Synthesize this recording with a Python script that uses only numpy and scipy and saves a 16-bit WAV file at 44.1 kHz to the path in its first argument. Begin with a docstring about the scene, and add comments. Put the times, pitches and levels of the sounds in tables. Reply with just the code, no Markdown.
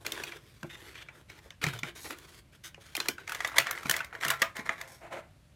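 """In a small room, hands unpack a small cardboard box on a wooden table, close to the microphone.
A paper leaflet slides from under a thin plastic tray: slip noise in short strokes through a paper tone.
The tray crackles as it flexes (ringing bursts), its floor swings (sagging sines), and it scrapes back
into the box (coarser slip noise), ringing the air pocket beneath. The box knocks in low, decaying modes,
and at the end its lid is dragged on the table: slip noise through a hollow tone."""
import sys
import numpy as np
from scipy import signal
from scipy.fft import rfft, irfft, next_fast_len
from scipy.io import wavfile
from scipy.ndimage import uniform_filter1d, map_coordinates

SR = 44100
rng = np.random.default_rng(int(sys.argv[2]) if len(sys.argv) > 2 else 0)


def wrap_up_sound(samples):
    """Save the sound to the file named by the first command line argument, as 16-bit audio."""
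    columns = np.atleast_2d(samples).T
    # keep every value between -1 and 1, then stretch to whole-number steps
    tamed = np.clip(columns, -1, 1)
    steps = np.round(tamed * 32767).astype(np.int16)
    wavfile.write(sys.argv[1], SR, steps)


N = 245149  # length [samples]


def amp(db):
    """Decibels to gain."""
    return 10 ** (np.asarray(db) / 20)


def unit(x):
    """Scale to rms 1."""
    return x / np.sqrt(np.mean(x ** 2) + 1e-20)


def along(points, hz):
    """Read (frequency, value) points on a log frequency axis."""
    point_hz, value = np.transpose(points)
    return np.interp(np.log(hz + 1), np.log(point_hz + 1), value)


def colour(x, points):
    """Shape x by a spectrum."""
    size = next_fast_len(N + 8192)
    gain = amp(along(points, np.fft.rfftfreq(size, 1 / SR)))
    return irfft(rfft(x, size) * gain, size)[:N]


def band(x, edges, order=3):
    """Causal band-pass."""
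    return signal.sosfilt(signal.butter(order, edges, "bandpass", fs=SR, output="sos"), x)


def wobble(rate):
    """A smooth random curve, rate knots a second."""
    knots = rng.standard_normal(int(N * rate / SR) + 4)
    return map_coordinates(knots, [np.arange(N) * rate / SR])


def add(track, s, sound):
    """Mix a sound into the track at s seconds."""
    part = track[round(s * SR):][:len(sound)]
    part += sound[:len(part)]


def resonate(x, modes):
    """Drive (frequency [Hz], peak gain [dB], t60 [s]) resonances with x."""
    t = np.arange(SR // 2) / SR
    answer = np.zeros(len(t))
    for hz, db, t60 in modes:
        decay = amp(-60 * t / t60)
        answer += 2 * amp(db) * decay / decay.sum() * np.cos(2 * np.pi * hz * t)
    return signal.fftconvolve(x, answer)[:N]


# Colour of the background: (frequency [Hz], relative level [dB])
BACKGROUND_COLOUR = [(15, -51.5), (25, -11.5), (59, 0.5), (145, -1.5), (195, -10.5), (285, -13),
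                     (476, -22.5), (591, -16), (796, -25), (2110, -24), (4740, -29), (5140, -31.5),
                     (10400, -33.5), (14800, -40.5), (16000, -56)]


def room_tone(level_db=-61):
    """Steady rumble and microphone hiss: noise shaped by one spectrum."""
    return amp(level_db) * unit(colour(rng.standard_normal(N), BACKGROUND_COLOUR))


def friction(slips_per_s, slip_db, spread_db, uneven_db):
    """Fibres catch and let go: tiny slips of uneven size over a rub that flutters with the pressure."""
    slipping = rng.random(N) < slips_per_s / SR
    size = amp(rng.uniform(-spread_db, spread_db, N))
    slips = slipping * rng.choice([-1, 1], N) * size
    rubbing = rng.standard_normal(N) + amp(slip_db) * unit(slips)
    return unit(rubbing * amp(uneven_db * wobble(90)))


def shifting(x, depth_db):
    """The resonances of a held sheet drift as the grip moves."""
    z = signal.stft(x, nperseg=512)[2]
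    field = uniform_filter1d(rng.standard_normal(z.shape), size=3, axis=0)  # across frequency
    field = uniform_filter1d(field, size=24, axis=1)  # across time
    return signal.istft(z * amp(depth_db * unit(field)), nperseg=512)[1][:N]


# Low, rasp and hiss bands of a rub: (lower edge [Hz], upper edge [Hz])
RUB_BANDS = [(250, 1000), (1000, 5000), (5000, 16000)]


def rub(slips, tone, band_gains):
    """Friction through a surface's tone; pressure and speed shift weight between low, rasp and hiss."""
    voiced = colour(slips, tone)
    return sum(gain * unit(band(voiced, edges, order=4)) for gain, edges in zip(band_gains, RUB_BANDS))


def stroke(s, length, rise_s, sag_db, release_s):
    """Gain of one hand movement: it swells, sags while it lasts and dies away by 60 dB per release_s."""
    t = np.arange(N) / SR - s
    swell = np.clip(t / rise_s, 0, 1)
    sag = -sag_db * np.clip(t / length, 0, 1)
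    release = -60 * np.clip((t - length) / release_s, 0, 2)
    return swell * amp(sag + release)


# Strokes of paper and fingers: (time [s], length [s], rasp level before the trim in paper() [dB],
# low over rasp [dB], hiss over rasp [dB])
PAPER_STROKES = [(0, 0.026, -61.5, 9.5, 3.5), (0.045, .21, -50, -1.5, -3.5), (0.261, 0.11, -49.5, -7, -6.5),
                 (0.357, 0.44, -68.5, -1.5, 0.5), (0.692, 0.06, -49, -11, -10), (0.76, 0.17, -56, -3, -3),
                 (0.938, 0.092, -49.5, -11.5, -11.5), (1.034, 0.044, -63, -0.5, -13),
                 (1.115, 0.099, -64.5, 6.5, -1.5), (1.281, .11, -57.5, -2.5, -8),
                 (1.405, 0.075, -63.5, -2.5, -3), (1.614, 0.091, -38.5, -11, -10.5),
                 (1.723, .055, -50, -5, -7), (1.828, 0.068, -47, -5, -9), (1.95, .05, -52.5, -1.5, 4),
                 (1.99, 0.14, -63, 0, 15.5), (2.04, 0.034, -50.5, 2.5, -3),
                 (2.099, 0.035, -44.5, -3.5, -8.5), (2.144, 0.11, -61, 0, 1), (2.263, 0.13, -61, -2.5, 2),
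                 (2.518, 0.041, -60, -7, -2.5), (2.635, 0.047, -50, -12, 2.5),
                 (2.797, 0.14, -58, -8.5, -3.5), (2.943, 0.14, -53, -4, -4), (3.173, 0.085, -59, -4, -8)]
USUAL_STROKE_DB, USUAL_RISE_S = -49, 0.006
RISE_HALVES_DB = 6  # the firmer the stroke, the faster it bites


def paper_gains():
    """Low, rasp and hiss gains of the paper strokes; the strongest stroke at each moment wins."""
    out = np.zeros((len(RUB_BANDS), N))
    for s, length, db, low_db, hiss_db in PAPER_STROKES:
        rise_s = USUAL_RISE_S * 2 ** ((USUAL_STROKE_DB - db) / RISE_HALVES_DB)
        shape = stroke(s, length, rise_s, sag_db=2, release_s=0.073)
        out = np.maximum(out, np.outer(amp([db + low_db, db, db + hiss_db]), shape))
    return out


# Colour of paper on card and plastic: (frequency [Hz], relative level [dB])
PAPER_COLOUR = [(200, -18), (340, -2), (800, -13), (1530, 2.5), (1850, 3), (2350, 3.5), (2900, 0),
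                (3450, 1.5), (4600, -10.5), (5650, -12.5), (7200, -14.5), (12000, -17), (16000, -21.5)]


def paper(band_gains):
    """The leaflet and fingers slide over card and plastic in short strokes with a fine grain."""
    slips = shifting(friction(slips_per_s=700, slip_db=-2, spread_db=7, uneven_db=1.5), depth_db=2.8)
    return amp(-1.06) * rub(slips, PAPER_COLOUR, band_gains)


USUAL_RING_HZ = 1962
TICKS_PER_S, TICK_T60_S = 34, 0.023
TICK_DB, TICK_SPREAD_DB = -2.5, 4.5  # over the rasp gain, and scatter either way
TICK_BRIGHT_DB = -8.5  # per band, with the same scatter


def ticks(rasp, spread_octaves=0.27):
    """Faint snaps at chance moments, as strong as the rub that sets them off; rows like TRAY_SNAPS."""
    count = int(TICKS_PER_S * N / SR)
    place, pitch, size, bright = rng.uniform(-1, 1, (count, 4)).T
    s = (np.arange(count) + .5 + place / 2) / TICKS_PER_S
    rub_db = 20 * np.log10(rasp[np.minimum((s * SR).astype(int), N - 1)] + 1e-9)
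    db = rub_db + TICK_DB + TICK_SPREAD_DB * size
    hz = USUAL_RING_HZ * 2 ** (spread_octaves * pitch)
    bright_db = TICK_BRIGHT_DB + TICK_SPREAD_DB * bright
    return list(zip(s, hz, [TICK_T60_S] * count, db, bright_db))


# Snaps of the tray and box edges: (time [s], ring [Hz], ring t60 [s], body level [dB],
# brightness [dB per band])
TRAY_SNAPS = [(0.0487, 1530, 0.022, -45.5, -9), (0.0634, 2390, 0.014, -35.5, -2),
              (0.1191, 3590, 0.016, -42.5, 2), (0.175, 1810, 0.01, -42, -13),
              (0.1969, 1720, 0.05, -41, -11), (0.2347, 2490, 0.03, -38, -4),
              (0.3188, 2360, 0.031, -41, -12.5), (0.6293, 1560, 0.014, -41, -8),
              (1.0844, 2310, 0.037, -44, -17), (1.2971, 2210, 0.04, -47.5, -7.5),
              (1.5043, 3580, 0.01, -47, -7.5), (1.6387, 2100, 0.016, -27.5, -6.5),
              (1.6652, 2306, 0.014, -31.5, -9), (1.7331, 1495, 0.029, -42, -5),
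              (1.7881, 3500, 0.024, -48, -1), (1.8315, 2290, 0.015, -32, -12.5),
              (2.1053, 1410, 0.018, -40.5, -3.5), (2.1846, 1690.0, 0.018, -57.5, 2.5),
              (2.7437, 2850, 0.015, -48.5, -11), (2.9504, 2430, 0.023, -35, -2.5),
              (2.9657, 3200.0, 0.011, -45, 4.5), (2.9759, 2060, 0.01, -37.5, -17.5),
              (3.0005, 4100, 0.021, -33, -4), (3.057, 1690, 0.021, -41.5, -8),
              (3.0838, 2385, 0.018, -29.5, -0.5), (3.1804, 1534, 0.018, -41, -14),
              (3.2757, 2120, 0.015, -38.5, -8), (3.2935, 1495, 0.022, -37, -4.5),
              (3.3185, 1450, 0.022, -34, -5), (3.3464, 2010, 0.025, -37.5, -3.5),
              (3.4035, 1930, 0.026, -30.5, -10.5), (3.4458, 1960, 0.025, -26, -10),
              (3.4728, 3670, 0.025, -53.5, 5.5), (3.486, 1360, 0.016, -44.5, -11.5),
              (3.516, 1300, 0.017, -42.5, -14.5), (3.541, 1130, 0.028, -41.5, -17),
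              (3.5822, 2007, 0.015, -17.5, -3), (3.6001, 1930, 0.017, -32, -5.5),
              (3.6674, 1820, 0.019, -33, -8.5), (3.692, 1860, 0.033, -39.5, -13),
              (3.7094, 1350, 0.011, -34, 0.5), (3.7751, 2040, 0.012, -37, -15),
              (3.8305, 1350, 0.017, -42.5, -5.5), (3.8559, 1345, 0.025, -37, -9),
              (3.8949, 1760.0, 0.017, -26.5, -0.5), (3.9104, 1780, 0.013, -27.5, 0.5),
              (3.9383, 1990, 0.031, -30, -10.5), (3.9632, 1940, 0.026, -35, -1),
              (3.989, 2400, 0.036, -40, -10), (4.0032, 1514, 0.036, -31, -13.5),
              (4.0447, 2120, 0.017, -48.5, -0.5), (4.1264, 1330, 0.0093, -43, -21.5),
              (4.1501, 1730, 0.021, -39, -13.5), (4.2099, 2220, 0.011, -43.5, -6),
              (4.2336, 1575, 0.01, -31.5, -10), (4.2481, 1790.0, 0.021, -29, -5),
              (4.2808, 2780, 0.018, -42.5, 5), (4.3015, 1680, 0.028, -27.5, -0.5),
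              (4.312, 1350, 0.052, -30, -14), (4.336, 2020, 0.015, -38.5, -12),
              (4.4173, 1920, 0.029, -22, -5), (4.4251, 1914, 0.015, -23.5, -15.5),
              (4.5657, 1775, 0.019, -41, -3.5), (4.5943, 1910.0, 0.025, -42, -12.5),
              (4.6913, 2040, 0.014, -24.5, -17.5), (4.8118, 2030, 0.017, -39, -4.5)]
# Body, edge and air of a snap: (lower edge [Hz], upper edge [Hz])
SNAP_BANDS = [(600, 2800), (2800, 7000), (7000, 16000)]
# Modes of a buckling plastic panel: (multiple of its ring [ratio], level [dB])
PANEL_MODES = [(0.612, -14), (.86, -6.5), (1.002, 1.5), (1.14, -7), (1.75, 0), (2.3, -3)]
BUCKLE_S = 0.002  # a buckle takes a moment to run through the sheet
EDGE_DB, EDGE_DB_PER_OCTAVE = 2, 7  # small, high panels stress the edge band


def snaps(rows, crack_db, crack_life=0.99):
    """Each buckle is a burst of tiny cracks that rings one panel of the tray for a few cycles."""
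    out, t = np.zeros(N), np.arange(int(.05 * SR)) / SR
    head = int(.008 * SR)  # a snap's levels are those of its first 8 ms
    swell = 1 - np.exp(-(t / BUCKLE_S) ** 2)
    ratio, mode_db = np.transpose(PANEL_MODES)
    bursts, levels = [], []
    for s, hz, t60, db, bright_db in rows:
        # higher modes die sooner
        fade = amp(mode_db[:, None] - 60 * np.outer(ratio, t) / t60)
        cycles = np.outer(hz * ratio, t) + rng.random((len(ratio), 1))
        ring = np.sum(fade * np.sin(2 * np.pi * cycles), axis=0)
        crack = amp(crack_db - 60 * t / (t60 * crack_life)) * rng.standard_normal(len(t))
        bursts.append(swell * (ring + crack))
        edge_db = EDGE_DB + EDGE_DB_PER_OCTAVE * np.log2(hz / USUAL_RING_HZ)
        levels.append((db, db + bright_db + edge_db, db + 2 * bright_db))
    for edges, band_db in zip(SNAP_BANDS, np.transpose(levels)):
        for row, db, part in zip(rows, band_db, band(np.array(bursts), edges)):
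            add(out, row[0], amp(db) * part / np.std(part[:head]))
    return out


# How well the tray closes the pocket, held level before and after: (time [s], share [0-1])
SEATED = [(3.2, 0.31), (3.6, 0.65), (4.3, 0.77)]
# Air between tray and box: (frequency [Hz], peak gain [dB], t60 [s])
POCKET_MODES = [(560, -2, 0.034), (660, 3.5, 0.094), (849, -7.5, 0.24), (1035, 2.5, 0.36),
                (1127, 1.5, 0.39), (1230, -0.5, .32), (1360, 3, 0.14), (1430, 2, 0.067),
                (1610, -4.5, 0.061), (1765, -7, 0.12), (1922, -9, 0.16), (2200, -8.5, 0.16)]


def air_pocket(x):
    """The trapped air rings with the tray's sounds, more strongly the better the tray closes it."""
    seated = np.interp(np.arange(N) / SR, *np.transpose(SEATED))
    return resonate(seated * x, POCKET_MODES)


# Dull knocks of box and tray: (time [s], level of the ring at the blow [dB], favoured pitch [Hz])
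KNOCKS = [(.072, -44.5, 340), (.125, -50, 340), (.2, -43, 456), (0.238, -55, 280), (0.634, -37.5, 200),
          (.642, -38, 333), (1.459, -53, 420), (1.64, -34.5, 215), (1.667, -37, 200), (1.831, -41.5, 252),
          (2.104, -46, 516), (2.778, -49.5, 495), (2.975, -40.5, 433), (3.004, -45.5, 400),
          (3.088, -36, 346), (3.587, -38.5, 420), (3.855, -40, 256), (3.895, -41.5, 233),
          (4.252, -42.5, 258), (4.418, -40.5, 303), (4.59, -41.5, 308), (4.694, -46, 257)]
# Modes of the box on the table: (frequency [Hz], level [dB])
BOX_MODES = [(145, 8), (228, -1.5), (300, -2.5), (365, -2.5), (450, -6), (550, -1.5), (670, -10)]
KNOCK_T60_S = 0.074


def knocks(rise=0.00067, puff_db=-4, octave_db=11):
    """Soft blows ring the low modes of the box; each favours the modes near its own pitch."""
    out, t = np.zeros(N), np.arange(SR // 4) / SR
    hz, mode_db = np.transpose(BOX_MODES)
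    for s, db, centre in KNOCKS:
        distance_db = octave_db * np.log2(hz / centre) ** 2
        strength = amp(mode_db - distance_db + rng.normal(0, 1, len(hz)))
        cycles = np.outer(hz, t) + rng.random((len(hz), 1))
        ring = unit(strength @ np.sin(2 * np.pi * cycles))
        puff = amp(puff_db) * unit(band(rng.standard_normal(len(t)), (centre / 2, centre * 2), order=2))
        envelope = amp(db - 60 * t / KNOCK_T60_S) * (1 - np.exp(-t / rise))
        add(out, s, envelope * (ring + puff))
    return out


# Pops of the tray's floor: (time [s], level before the band-pass [dB], starting pitch [Hz], t60 [s])
FLOOR_SWINGS = [(0.629, -39.5, 110, 0.1), (1.641, -40, 151, 0.059), (1.666, -28.5, 141, 0.16),
                (1.734, -40, 118.7, 0.34), (3.087, -57, 153, 0.096), (3.59, -47.5, 137, 0.42),
                (3.861, -45.5, 136, 0.21), (4.27, -46, 142, 0.44), (4.689, -45.5, 148, 0.12)]


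def tray_floor(sag=0.069, sag_time=0.11, rise=0.0006):
    """The floor of the tray swings like a drum skin, its pitch sagging as the grip relaxes."""
    out, t = np.zeros(N), np.arange(SR // 3) / SR
    for s, db, hz, t60 in FLOOR_SWINGS:
        pitch = hz * (1 - sag * (1 - np.exp(-t / sag_time)))
        envelope = amp(db - 60 * t / t60) * (1 - np.exp(-t / rise))
        add(out, s, envelope * np.sin(2 * np.pi * np.cumsum(pitch) / SR))
    return band(out, (70, 1000), order=2)


# Pushes that drive the tray down the box walls: (time [s], length [s],
# rasp level before the trim in tray_scrape() [dB], hiss over rasp [dB])
TRAY_PUSHES = [(3.265, 0.22, -47.5, -5), (3.486, .07, -49.5, -8), (3.556, 0.045, -37, -7.5),
               (3.653, 0.089, -41, -18), (3.748, 0.091, -50, -4), (3.845, 0.077, -42.5, -4),
               (3.942, 0.089, -46, -15), (4.125, 0.075, -52, -10.5), (4.2, .03, -46, -4),
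               (4.216, 0.094, -35.5, -10.5), (4.387, 0.062, -50, -4.5), (4.549, 0.048, -45, -9),
               (4.651, 0.061, -45, -7.5), (4.774, 0.072, -51, -7), (4.87, 0.1, -62.5, 5)]
USUAL_PUSH_DB, PUSH_LOW_DB = -45.5, -52.5
LOW_FOLLOWS = 0.6  # dB per dB: the box's low rub grows more slowly than the rasp


def push_gains():
    """Low, rasp and hiss gains of the pushes; the tray creeps on after the hand lets go."""
    out = np.zeros((len(RUB_BANDS), N))
    for s, length, db, hiss_db in TRAY_PUSHES:
        low_db = PUSH_LOW_DB + LOW_FOLLOWS * (db - USUAL_PUSH_DB)
        shape = stroke(s, length, rise_s=0.01, sag_db=4.5, release_s=0.33)
        out = np.maximum(out, np.outer(amp([low_db, db, db + hiss_db]), shape))
    return out


# Colour of the tray on the box walls: (frequency [Hz], relative level [dB])
TRAY_COLOUR = [(200, -7.5), (450, -2.5), (700, -4), (1300, 1), (1700, 7), (2150, 10.5), (2700, -5.5),
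               (3600, -5.5), (5000, -18.5), (6500, -20), (8000, -23), (12500, -25), (16000, -34.5)]


def tray_scrape(band_gains):
    """The tight tray creeps down the box walls in coarser slips."""
    slips = shifting(friction(slips_per_s=450, slip_db=1, spread_db=5, uneven_db=2), depth_db=2.5)
    return amp(0.04) * rub(slips, TRAY_COLOUR, band_gains)


# The lid dragged on the table: (time [s], level [dB])
LID_DRAG = [(4.99, -82), (5.02, -51.5), (5.06, -50), (5.1, -58.5), (5.125, -37.5), (5.15, -42.5),
            (5.195, -42.5), (5.22, -58.5), (5.26, -64), (5.4, -84)]
# Colour of the hollow lid: (frequency [Hz], relative level [dB])
LID_COLOUR = [(71, -48.5), (120, -21.5), (286, -18), (323, -7.5), (412, -18.5), (629, -0.5), (942, -9),
              (1020, -8.5), (1150, -17.5), (1250, -10), (1830, -15.5), (2030, -12), (4940, -34),
              (6820, -30.5), (15000, -43.5)]


def lid():
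    """The hollow lid judders across the table: slip noise under an uneven level."""
    slips = friction(slips_per_s=490, slip_db=-6, spread_db=0.5, uneven_db=1.0)
    s, db = np.transpose(LID_DRAG)
    level_db = np.interp(np.arange(N) / SR, s, db, left=-120, right=-120)
    return amp(level_db) * unit(colour(slips, LID_COLOUR))


# Decay of the room: (frequency [Hz], t60 [s])
ROOM_T60 = [(120, 0.61), (400, 0.11), (1500, 0.21), (5000, 0.16), (15000, 0.14)]
# Colour of the room's answer: (frequency [Hz], relative level [dB])
ROOM_COLOUR = [(100, -1), (350, -0.5), (700, -0.5), (1200, 2), (2000, -1), (3500, -1), (8000, -4),
               (15000, 2)]


def room(x, delay=.005, build=0.00033):
    """The table and near walls answer; the tail is fresh noise every quarter second, crossfaded."""
    out, step = np.zeros(N), SR // 4
    for start in range(0, N + step, step):
        hz, t, z = signal.stft(rng.standard_normal(SR // 3), SR, nperseg=256)
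        decay = amp(along(ROOM_COLOUR, hz)[:, None] - 60 * t / along(ROOM_T60, hz)[:, None])
        tail = signal.istft(z * decay, SR, nperseg=256)[1]
        tail = tail * (1 - np.exp(-np.arange(len(tail)) / SR / build))
        near = np.arange(max(start - step, 0), min(start + step, N))
        piece = x[near] * np.cos(np.pi / 2 * (near - start) / step)
        add(out, near[0] / SR + delay, signal.fftconvolve(piece, tail / np.linalg.norm(tail)))
    return out


# Standing waves of the room: (frequency [Hz], peak gain [dB], t60 [s])
ROOM_MODES = [(141, -9, .35), (344.9, 5, 0.44), (441, -2.5, .28)]


def scene():
    """Paper, tray, box and lid are mixed; the handling sounds feed the near walls and standing waves."""
    pressure = amp(1.4 * wobble(38))  # the pressure of the fingers is never quite even
    strokes, pushes = pressure * paper_gains(), pressure * push_gains()
    buckles = list(TRAY_SNAPS) + ticks(strokes[1] + pushes[1])
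    ringing = snaps(buckles, crack_db=1)
    # a panel beams its ring one way; the pocket and the walls get mostly the broad crack
    cracking = snaps(buckles, crack_db=12)
    scrape = tray_scrape(pushes)
    pocket = air_pocket(cracking + scrape)
    body = scrape + pocket + knocks() + paper(strokes) + lid()
    walls = amp(-10) * room(cracking + body)
    standing_waves = resonate(body, ROOM_MODES)
    return (ringing + body + walls + standing_waves + tray_floor() + room_tone())[None]


# Response of the small microphone: (frequency [Hz], gain [dB])
MICROPHONE = [(20, -14), (50, 2), (13000, -0.5), (14500, -2.5), (16000, -7)]
TOP_HZ = 16000  # nothing passes from here up


def record(dry):
    """The loudest snap saturates softly; the small microphone dulls both ends below the band limit."""
    rounded = dry / (1 + (dry / .8) ** 4) ** (1 / 4)
    size = next_fast_len(N + 8192)
    hz = np.fft.rfftfreq(size, 1 / SR)
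    response = amp(along(MICROPHONE, hz)) * (hz < TOP_HZ)
    return irfft(rfft(rounded, size) * response, size)[:, :N]


dry = scene()
out = record(dry)
wrap_up_sound(out)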